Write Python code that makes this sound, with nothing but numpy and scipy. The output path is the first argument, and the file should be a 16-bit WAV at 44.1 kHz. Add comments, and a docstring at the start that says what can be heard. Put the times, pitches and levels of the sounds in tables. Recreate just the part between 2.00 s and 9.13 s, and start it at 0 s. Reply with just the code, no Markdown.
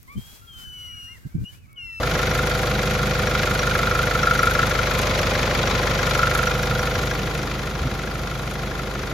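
"""Outdoors, low down at the front axle: a four-cylinder diesel idles at 750 rpm.
Every firing brings an injector tick, a ringing knock, a spray of clatter and a thud with a whine near 500 Hz.
Clicks timed by the crank ring parts of the engine; shaped noise and harmonics of the firing rate add the rest.
Towards the end the microphone is carried round behind the tyre with a few soft bumps, and the engine
gets quieter."""
import sys
import numpy as np
from scipy import signal
from scipy.fft import rfft, irfft, next_fast_len
from scipy.io import wavfile

SR = 44100
rng = np.random.default_rng(int(sys.argv[2]) if len(sys.argv) > 2 else 0)


def master_out(mix):
    """Clip the mix to full scale and print it as 16-bit PCM to the path in sys.argv[1]."""
    frames = np.transpose(np.atleast_2d(mix))
    ceiling = np.clip(frames, -1, 1)
    pcm = np.round(ceiling * 32767).astype(np.int16)
    wavfile.write(sys.argv[1], SR, pcm)


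N = 314433
TIME = np.arange(N) / SR
PADDED = next_fast_len(N, real=True)
BINS = np.fft.rfftfreq(PADDED, 1 / SR)


def from_db(db):
    """Decibels to gain."""
    return 10 ** (np.asarray(db) / 20)


def rms_one(x):
    """Scale to an average (rms) level of 1."""
    return x / np.sqrt(np.mean(x ** 2) + 1e-20)


def in_time(rows):
    """Columns of a curve at every sample."""
    s, *columns = np.transpose(rows)
    return [np.interp(TIME, s, c) for c in columns]


def over_bins(points):
    """A table over log frequency, read at every frequency bin."""
    hz, value = np.transpose(points)
    return np.interp(np.log(BINS + 1), np.log(hz), value)


def high_pass(x, low_cut_hz):
    """Remove the deepest bass."""
    return signal.sosfilt(signal.butter(2, low_cut_hz, "high", fs=SR, output="sos"), x)


def ring(clicks, hz, t60):
    """Each unit click sets a sine of height 1 ringing, which falls by 60 dB in t60 seconds."""
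    r = from_db(-60 / (t60 * SR))
    w = 2 * np.pi * hz / SR
    return signal.lfilter([0, np.sin(w)], [1, -2 * r * np.cos(w), r * r], clicks + 1e-18)


def drift(rate_hz):
    """Slow random wandering of spread 1, made of noise with little above the given rate."""
    step = 20  # samples between the points that are joined up
    white = rng.standard_normal(PADDED // step + 2)
    hz = np.fft.rfftfreq(len(white), step / SR)
    slow = rms_one(irfft(rfft(white) / (1 + (hz / rate_hz) ** 2), len(white)))
    return np.interp(np.arange(N) / step, np.arange(len(slow)), slow)


def reach(part, along_m, hidden):
    """Level in dB of one part of the engine at the microphone's place."""
    near_db, db_per_m, shadow_db = part
    return near_db + db_per_m * along_m - shadow_db * hidden


# How fast the crank turns. Each row: time in seconds, speed in rpm.
CRANK_SPEED = [(0, 750), (2, 750), (2.8, 750.6), (3.6, 749.9), (5, 749.3), (6, 749.2), (6.6, 750.6),
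               (7.13, 750.8)]
FIRST_FIRING_S = .030


def crank():
    """Firings counted so far: a four-cylinder, four-stroke engine fires twice for every turn."""
    firing_rate_hz = in_time(CRANK_SPEED)[0] / 30
    return np.cumsum(firing_rate_hz) / SR - FIRST_FIRING_S * firing_rate_hz[0]


def firing_samples(firings):
    """Samples at which the count of firings passes a whole number."""
    return np.flatnonzero(np.diff(np.floor(firings)))


# The microphone goes along the axle and back. Each row: time in seconds, metres from the near spring.
ALONG_AXLE_PATH = [(0, 0.6), (.9, 0.34), (1.5, 0.63), (2.3, 0.54), (2.62, 0.7), (3.05, 0.85), (3.45, 0.98),
                   (4, 0.83), (4.23, 0.74), (4.4, 0.55), (4.58, 0.3), (5.1, 0.32)]
# Then it is carried round the tyre. Each row: time in seconds, how far the tyre hides the engine (0-1).
TYRE_SHADOW = [(4.4, 0.36), (4.95, 0.44), (5.55, 0.9), (6.3, 1), (7.13, 1)]


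def microphone_place():
    """Metres along the axle, and how hidden the engine is, at every sample."""
    return in_time(ALONG_AXLE_PATH)[0], in_time(TYRE_SHADOW)[0]


def far_share(along_m):
    """Harmonics and thump change from their near (0) to their far level (1) over this stretch of axle."""
    far_from_m, far_to_m = 0.48, .9
    return np.interp(along_m, [far_from_m, far_to_m], [0, 1])


# How much of the noise repeats. Each row: frequency in Hz, share that recurs in every engine cycle (0-1).
RECURRING_SHARE = [(60, 0.25), (200, 0.36), (500, 0.57), (900, 0.86), (1900, 0.47), (3500, 0.53),
                   (12000, 0.25)]
# How wide the noise sounds. Each row: frequency in Hz, level of side over mid in dB.
STEREO_WIDTH = [(60, -11), (200, -15), (400, -12), (700, -9), (1300, -7), (2400, -4.5), (5000, -5),
                (6800, -4), (8000, -95), (9700, -6), (11300, -14), (13100, -4), (14500, -15.5)]


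def engine_noise(firings, spectrum):
    """Stereo noise of rms 1, part of which comes round again with every four firings."""
    cycle = round(4 / np.mean(np.diff(firings)))  # samples
    place_in_cycle = (firings / 4 % 1 * cycle).astype(int) % cycle
    share = np.clip(over_bins(RECURRING_SHARE), 0, .95)
    # it lies between the clean low orders of the firing rate
    multiple = np.arange(cycle // 2 + 1) / 4
    between = (multiple % 1 > 0) | (multiple > 32)
    # the echoes under the car change as the microphone moves, so one pattern gives way to the next
    walk, pattern = np.linspace(0, 2, N), 0
    for spot in range(3):
        random_phase = np.exp(2j * np.pi * rng.random((2, len(multiple))))
        heard = irfft(between * random_phase, cycle)
        fade = np.sqrt(np.maximum(1 - abs(walk - spot), 0))
        pattern = pattern + heard[:, place_in_cycle] * fade
    recurring = rfft(rms_one(pattern), PADDED)
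    fresh = rfft(rng.standard_normal((2, N)), PADDED)
    mixed = np.sqrt(share) * recurring + np.sqrt(1 - share) * fresh
    mid, side = mixed * from_db(over_bins(spectrum))
    side = side * from_db(over_bins(STEREO_WIDTH))
    return rms_one(irfft(np.array([mid + side, mid - side]), PADDED)[:, :N])


def strikes(firings, cylinder_db, uneven_db, jitter_s):
    """One click a firing, each cylinder with a strength of its own."""
    at = firing_samples(firings)
    chance = rng.standard_normal((len(at), 2))
    late = np.round(jitter_s * SR * chance[:, 0]).astype(int)
    clicks = np.zeros(N)
    strength_db = np.resize(cylinder_db, len(at)) + uneven_db * chance[:, 1]
    clicks[np.clip(at + late, 0, N - 1)] = from_db(strength_db)
    return clicks


def bursts(clicks, hits, scattered):
    """Envelope of the contacts around each click; scattered sound fills the gaps."""
    lead = SR // 50  # samples, room for contacts that come before the click
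    age = np.arange(-lead, SR // 10) / SR
    power = 0
    for start, rise, decay, db in hits:
        since = np.maximum(age - start, 0)
        swell = 1 - np.exp(-(since / rise) ** 2)
        power = power + (from_db(db) * swell * np.exp(-since / decay)) ** 2
    power = np.maximum(signal.fftconvolve(clicks ** 2, power)[lead:lead + N], 0)
    scattered = np.clip(scattered, 0, 1)
    return np.sqrt((1 - scattered) * power / power.mean() + scattered)


def scattered_share(hidden):
    """Share of the clatter and ticks that arrives scattered: more behind the tyre than in the open."""
    in_the_open, behind_tyre = 0.24, 0.39
    return in_the_open + (behind_tyre - in_the_open) * hidden


def orders(firings, table, far, hidden, lag, smear, waver_db, waver_rate_hz):
    """Harmonics of the engine cycle, lag firings after the knock; smear changes the delay between them."""
    out = 0
    for multiple, near_db, far_db, shadow_db in table:
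        k = round(4 * multiple) / 4  # whole multiples of the engine cycle
        turns = k * (firings - lag) - smear * (k - table[0][0]) ** 2 / 2
        db = near_db + (far_db - near_db) * far - shadow_db * hidden
        # short waves waver most as the microphone moves
        db = db + waver_db * (k / table[-1][0]) ** 2 * drift(waver_rate_hz)
        out = out + np.sqrt(2) * from_db(db) * np.cos(2 * np.pi * turns)
    return out


# Tone of the rumble. Each row: frequency in Hz, relative level in dB per Hz.
RUMBLE_TONE = [(15, -26), (35, -22), (55, -2.5), (130, 2.5), (200, 2.5), (270, -5), (340, -8), (430, -6.5),
               (560, -15.5), (900, -37.5)]
# How the rumble carries: dB at the near spring, dB gained per metre of axle, dB lost behind the tyre.
RUMBLE_CARRY = (-31, 0.6, 4.1)


def rumble(firings, place):
    """Low noise, partly repeating with the engine cycle."""
    return from_db(reach(RUMBLE_CARRY, *place)) * engine_noise(firings, RUMBLE_TONE)


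# Tone of the churn. Each row: frequency in Hz, relative level in dB per Hz.
CHURN_TONE = [(130, -58), (230, -6.5), (320, -7.5), (420, -2.5), (520, -1.5), (660, 0), (780, -1.9),
              (900, -4.5), (1100, -3.5), (1300, -3), (1800, -12.5), (3000, -68)]
# How the churn carries: dB at the near spring, dB gained per metre of axle, dB lost behind the tyre.
CHURN_CARRY = (-29.5, 4.3, 7.74)


def churn(firings, place):
    """Middle-pitched noise that throbs once with every firing."""
    throb_db, throb_lag = 2.0, .2  # lag in firings
    throb = throb_db * np.cos(2 * np.pi * (firings - throb_lag))
    return from_db(reach(CHURN_CARRY, *place) + throb) * engine_noise(firings, CHURN_TONE)


# Hollow boom in the wheel arch. Each row: time in seconds, level in dB.
ARCH_LEVEL = [(0, -36.5), (4.5, -45), (5.3, -36.5), (6.4, -42.5), (7.13, -36.5)]
# Tone of that boom. Each row: frequency in Hz, relative level in dB per Hz.
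ARCH_SPECTRUM = [(230, -16), (295, -2), (325, -3), (365, -2.5), (425, -3.5), (470, -4.5), (600, -29),
                 (1200, -70)]


def arch_boom(firings):
    """The wheel arch booms: engine noise kept to a narrow, hollow range of pitches."""
    return from_db(in_time(ARCH_LEVEL)[0]) * engine_noise(firings, ARCH_SPECTRUM)


# Soft knocks on the microphone. Each row: time in seconds, strength in dB, brightness of contact in Hz.
MICROPHONE_BUMPS = [(4.975, -13, 101), (5.806, -17, 85), (5.821, -17, 130), (5.852, -16, 220),
                    (5.859, -19, 200), (5.867, -16, 200), (5.923, -17, 130), (6.206, -20, 70),
                    (6.45, -26, 70)]
# Ringing of the microphone's body. Each row: frequency in Hz, level in dB, ring time (t60) in seconds.
HOUSING_MODES = [(84, -2, 0.079), (135, -1, 0.043), (230, 0.5, 0.048)]


def bumps():
    """Dull bumps as the microphone is carried along: soft contacts ring its body."""
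    push = np.zeros(N)
    for s, db, soft_hz in MICROPHONE_BUMPS:
        touch = signal.unit_impulse(N, round(s * SR)) + 1e-18
        soften = signal.butter(2, soft_hz, fs=SR, output="sos")
        push += from_db(db) * signal.sosfilt(soften, touch)
    body = sum(from_db(db) * ring(push, hz, t60) for hz, db, t60 in HOUSING_MODES)
    return high_pass(body, low_cut_hz=50)


# Ringing of the floor panels. Each row: frequency in Hz, relative level in dB, ring time (t60) in seconds.
PANEL_MODES = [(128, 0, 0.06), (189, 1.5, 0.086), (234, 0.5, 0.16)]


def lope(firings, far):
    """One cylinder pushes harder than the rest and thumps the floor panels once in every engine cycle."""
    lag, near_db, far_db = .55, -52, -36.5  # lag in firings
    clicks = strikes((firings - lag) / 4, [0], uneven_db=-0.2, jitter_s=0.00025)
    panels = sum(from_db(db) * ring(clicks, hz, t60) for hz, db, t60 in PANEL_MODES)
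    return from_db(near_db + (far_db - near_db) * far) * rms_one(high_pass(panels, low_cut_hz=60))


# Harmonics of the exhaust's thud. Each row: multiple of the firing rate (played to the nearest quarter),
# dB at the near end of the axle, dB at the far end, dB lost behind the tyre.
EXHAUST_ORDERS = [(1, -62, -53, 0), (2, -27.5, -27.5, 6.5), (3, -33, -33.5, 8), (3.5, -45, -46, 7),
                  (4, -32, -29, 10), (5, -29, -32, 8.5), (6, -32, -33, 7), (6.5, -38, -49, 12),
                  (7, -50, -37.5, 5), (8, -34.5, -43, 12), (8.25, -35.5, -44, 15), (9, -52.5, -42, 6),
                  (9.25, -48.5, -44.5, 4)]


def thud(firings, far, hidden):
    """The exhaust's thud: low harmonics of the firing rate add up to a pulse."""
    return orders(firings, EXHAUST_ORDERS, far, hidden, lag=-0.075, smear=-0.2207,
                  waver_db=2.5, waver_rate_hz=1.0)


# Harmonics that the panels pick out, each strongest at its own places under the car. 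Each row: multiple of
# the firing rate (played to the nearest quarter), dB at the near end of the axle, dB at the far end,
# dB lost behind the tyre.
PANEL_ORDERS = [(14.01, -52.5, -41.5, 1), (15, -42, -55, 14), (15.87, -49, -43, 4.6),
                (16.95, -50, -45, 1.2), (18.14, -47.5, -39.5, 7.2), (19, -28.5, -33, 22.7),
                (19.915, -25.5, -29, 20.8), (21.01, -33, -31.5, 12.4), (22.1, -51.5, -36.5, 3.9),
                (24.09, -37.5, -31, 13.3), (26.12, -37, -43, 14), (29.14, -38, -54, 19),
                (30.15, -37.5, -58, 23), (30.95, -37, -51, 11.5), (32.05, -60, -36, 18),
                (41.4, -49.5, -40, 8.8)]


def whine(firings, far, hidden):
    """The panels pick out high harmonics of the firing rate, strongest near 500 Hz."""
    return orders(firings, PANEL_ORDERS, far, hidden, lag=.52, smear=.15, waver_db=2.5, waver_rate_hz=3.6)


# Tone of the injectors' ticks. 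Each row: frequency in Hz, relative level in dB per Hz.
INJECTOR_TONE = [(4000, -55), (6500, 7), (9500, 2), (11300, 1), (12400, 4), (13200, -24), (14000, 3),
                 (15000, -11), (16000, -23.5)]
# Contacts around each firing. Each row: start in seconds, rise in seconds, decay in seconds,
# relative level in dB.
INJECTOR_CONTACTS = [(-.0065, 0.00038, 0.0026, -7), (-.002, 0.00081, 0.0054, -2.5), (0.023, .003, .008, -2)]
# How ticks and needle ring carry: dB at the near spring, dB gained per metre of axle,
# dB lost behind the tyre.
TICK_CARRY = (-37, 0.18, 9.8)
NEEDLE_CARRY = (-46, -2, 15.7)


def injectors(firings, place, scattered, view_db):
    """The needles tick just ahead of each combustion, with a short bright ring."""
    clicks = strikes(firings, [0], uneven_db=3.5, jitter_s=.0002)
    ticks = engine_noise(firings, INJECTOR_TONE) * bursts(clicks, INJECTOR_CONTACTS, scattered)
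    lead = .13  # firings
    taps = strikes(firings + lead, [0], uneven_db=-0.5, jitter_s=.0001)
    needle = rms_one(ring(taps, hz=12100, t60=0.032))
    # the ticks are heard best where the sump is in view
    tick_db = reach(TICK_CARRY, *place) + 0.11 * view_db
    return from_db(tick_db) * ticks + from_db(reach(NEEDLE_CARRY, *place)) * needle


# The cylinders in firing order, shared by clatter, slap and knock. Each row: relative strength of
# the knock in dB, of the clatter in dB, of the piston slap in dB.
CYLINDER_STRENGTHS = [(1.7, 4.5, 1), (2.3, 4.5, -2), (-0.7, 3.5, 0.3), (-3.7, 4, 3.8)]
# Tone of the clatter. Each row: frequency in Hz, relative level in dB per Hz.
CLATTER_TONE = [(600, -67), (1000, -4), (1350, -7), (1650, -7), (2000, 2), (2450, -0.5), (2800, -5),
                (3350, -3.5), (3850, -4.5), (4300, -6.5), (6500, -12), (8000, -16.5), (10000, -68),
                (15500, -19.5)]
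# Contacts around each firing. Each row: start in seconds, rise in seconds, decay in seconds,
# relative level in dB.
CLATTER_CONTACTS = [(-.0005, 0.0023, 0.0081, -8.5), (0.0229, 0.0039, 0.018, -13.5)]
# How the clatter carries: dB at the near spring, dB gained per metre of axle, dB lost behind the tyre.
CLATTER_CARRY = (-27, 3.7, 10.5)


def clatter(firings, place, scattered):
    """Pistons and valve gear: a hard burst with the knock and a softer one before the next."""
    clicks = strikes(firings, np.array(CYLINDER_STRENGTHS)[:, 1], uneven_db=1.17, jitter_s=0.0011)
    spray = engine_noise(firings, CLATTER_TONE) * bursts(clicks, CLATTER_CONTACTS, scattered)
    return from_db(reach(CLATTER_CARRY, *place)) * spray


# Short ringing of the block and covers. Each row: frequency in Hz, relative level in dB,
# ring time (t60) in seconds.
BLOCK_MODES = [(1013, -13, 0.036), (1437, -1.5, 0.071), (1466, 9, 0.036), (1637, 3.5, 0.053),
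               (1665, -3, 0.055), (1772, 2.5, 0.064), (1925, -2.5, 0.075), (2080, -8.5, 0.14),
               (2256, -3.5, 0.038), (2455, -5, 0.092), (2890, -11, 0.093), (3358, -2, 0.057),
               (3892, -1.5, 0.061), (4570, -1.5, 0.037), (5700, -4.5, 0.049)]
# How the slap carries: dB at the near spring, dB gained per metre of axle, dB lost behind the tyre.
SLAP_CARRY = (-27, 1.3, 13.3)


def piston_slap(firings, place, view_db):
    """Each piston rocks against its bore a few times, ever more softly, and favours some block modes."""
    count, spread_s, loss_db = 3, .011, 2.0  # contacts a firing, time they spread over, loss from each to the next
    cylinder_spread_db, uneven_db = 6.0, 4.5
    width = 0.12  # timing scatter in cycles of the mode, drawn separately for each side
    out = np.zeros((2, N))
    at = firing_samples(firings)
    cylinder = np.arange(len(at)) % len(CYLINDER_STRENGTHS)
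    slap_strength_db = np.array(CYLINDER_STRENGTHS)[:, 2]
    for hz, db, t60 in BLOCK_MODES:
        favour_db = rng.permutation(np.linspace(-1, 1, 4)) * cylinder_spread_db + slap_strength_db
        moments = spread_s * (np.arange(count) + rng.random((len(CYLINDER_STRENGTHS), count))) / count
        chance_db = uneven_db * rng.standard_normal((len(at), count))
        size = from_db(db + favour_db[cylinder, None] - loss_db * np.arange(count) + chance_db)
        for side in range(2):
            late_s = moments[cylinder] + width / hz * rng.standard_normal((len(at), count))
            clicks = np.zeros(N)
            clicks[np.clip(at[:, None] + (late_s * SR).astype(int), 0, N - 1)] = size
            out[side] += ring(clicks, hz, t60)
    # the block is heard best where the sump is in view
    return from_db(reach(SLAP_CARRY, *place) + 0.19 * view_db) * rms_one(out)


# How the long ring carries: dB at the near spring, dB gained per metre of axle, dB lost behind the tyre.
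RING_CARRY = (-31.5, -10.5, 15.7)


def sump_ring(firings, place):
    """The sump's least damped mode outlasts many firings and sings on between the knocks."""
    clicks = strikes(firings, [0], uneven_db=2.5, jitter_s=.00002)
    return -from_db(reach(RING_CARRY, *place)) * rms_one(ring(clicks, hz=1399, t60=0.43))


# Ringing of the sump, the close modes beating against each other. Each row: frequency in Hz,
# relative height with its sign, ring time (t60) in seconds.
SUMP_MODES = [(1316, 0.55, 0.11), (1420, -0.11, 0.013), (1411.5, -0.3, 0.17), (1405, -0.59, 0.065),
              (1655, 0.27, 0.029), (1710, 0.19, 0.034)]
# Knocks that stand out. Each row: time in seconds, relative force in dB.
STANDOUT_KNOCKS = [(1.754, 0), (1.914, 1), (1.991, 3), (2.233, 1), (2.273, 3.5), (2.313, 4.5), (2.393, 1),
                   (2.433, 4), (2.473, 4.5), (2.553, 0), (2.593, 4), (2.633, 2.5), (4.191, 2), (4.231, 4),
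                   (4.272, 1), (4.351, 1.5), (4.392, 0.5), (4.433, 0.5), (4.472, 0)]


def knock(firings):
    """The pressure jump of each combustion rings the sump, every mode a little differently each time."""
    uneven_db, colour_db, jitter_s, right_lag_s = 1.2, 1.75, .00003, .00011
    at = firing_samples(firings)
    force_db = np.resize(np.array(CYLINDER_STRENGTHS)[:, 0], len(at))
    force_db = force_db + uneven_db * rng.standard_normal(len(at))
    for s, db in STANDOUT_KNOCKS:
        force_db[np.argmin(abs(at / SR - s))] = db
    rung = 0
    for hz, height, t60 in SUMP_MODES:
        late, colour = rng.standard_normal((2, len(at)))
        moment = at + np.round(jitter_s * SR * late).astype(int)
        clicks = np.zeros(N)
        clicks[np.clip(moment, 0, N - 1)] = from_db(force_db + colour_db * colour)
        rung = rung + height * ring(clicks, hz, t60)
    rung = rms_one(rung)
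    return np.array([rung, np.interp(TIME - right_lag_s, TIME, rung)])


# Tone of the ring lingering under the car. Each row: frequency in Hz, relative level in dB per Hz.
LINGER_TONE = [(900, -54), (1240, -23), (1320, -6.5), (1360, -11.5), (1398, 4.5), (1425, -4.5), (1460, -13),
               (1520, -15), (2200, -64)]


def lingering_ring(firings):
    """The sump's ring lingers between the floor pan and the ground, as narrow noise around its pitch."""
    return engine_noise(firings, LINGER_TONE)


# Level of the knock, loudest where a gap above the axle lays the sump open. Each row: time in seconds,
# left level in dB, right level in dB; the direct and the lingering sound each sit below this.
SUMP_LEVEL = [(0, -25, -25.5), (0.5, -25.5, -26), (0.65, -29.5, -29.5), (1.25, -28, -26.5),
              (1.75, -22, -20.5), (2.1, -21.5, -20.5), (2.3, -17.5, -20), (2.64, -18, -20),
              (2.67, -21, -33), (2.78, -20, -32), (3.1, -28.5, -45), (3.7, -25.5, -47), (4, -26, -41),
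              (4.13, -18.5, -29), (4.21, -19.5, -20), (4.42, -20, -16), (4.55, -31, -27.5), (4.8, -25, -25),
              (5.05, -30.5, -34), (5.6, -34.5, -39), (7.13, -33, -38)]


def sump(firings, place, level_db):
    """Direct knock, its lingering ring and the long singing mode together."""
    direct_db, linger_db = -4.2, -17
    heard = from_db(direct_db) * knock(firings) + from_db(linger_db) * lingering_ring(firings)
    return from_db(level_db) * heard + sump_ring(firings, place)


def scene():
    """All parts of the engine run off one crankshaft; the microphone's place sets how loud each one is."""
    firings = crank()
    along_m, hidden = place = microphone_place()
    far = far_share(along_m)
    scattered = scattered_share(hidden)
    sump_db = np.array(in_time(SUMP_LEVEL))
    view_db = sump_db[0] - sump_db.max()  # how well the sump is in view, from the left level

    sides = np.array([[1], [-1]])  # left, right
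    bass_pan_db, metal_pan_db = -.3, .8  # positive leans left
    bass = rumble(firings, place) + lope(firings, far) + thud(firings, far, hidden)
    bass = bass * from_db(bass_pan_db * sides)
    middle = churn(firings, place) + arch_boom(firings) + whine(firings, far, hidden)
    ticks = injectors(firings, place, scattered, view_db)
    metal = clatter(firings, place, scattered) + piston_slap(firings, place, view_db)
    metal = metal * from_db(metal_pan_db * sides)
    return bass + middle + bumps() + ticks + metal + sump(firings, place, sump_db)


# The spaced microphone ports drift out of step in the treble. Each row: frequency in Hz,
# half cycles by which the right leads.
RIGHT_PORT_LEAD = [(5800, 0), (6800, .2), (7800, .97), (8700, 1.03), (10600, 1.97), (12200, 2.03),
                   (13900, 2.95), (15500, 3.1)]
CUTOFF_HZ = 15750


def record(dry):
    """The two ports hear the treble out of step; the top is cut."""
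    turn = np.exp(.5j * np.pi * over_bins(RIGHT_PORT_LEAD) * np.array([[-1], [1]]))
    heard = irfft(rfft(dry, PADDED) * turn, PADDED)[:, :N]
    return signal.sosfilt(signal.ellip(10, .2, 80, CUTOFF_HZ, fs=SR, output="sos"), heard)


dry = scene()
out = record(dry)
master_out(out)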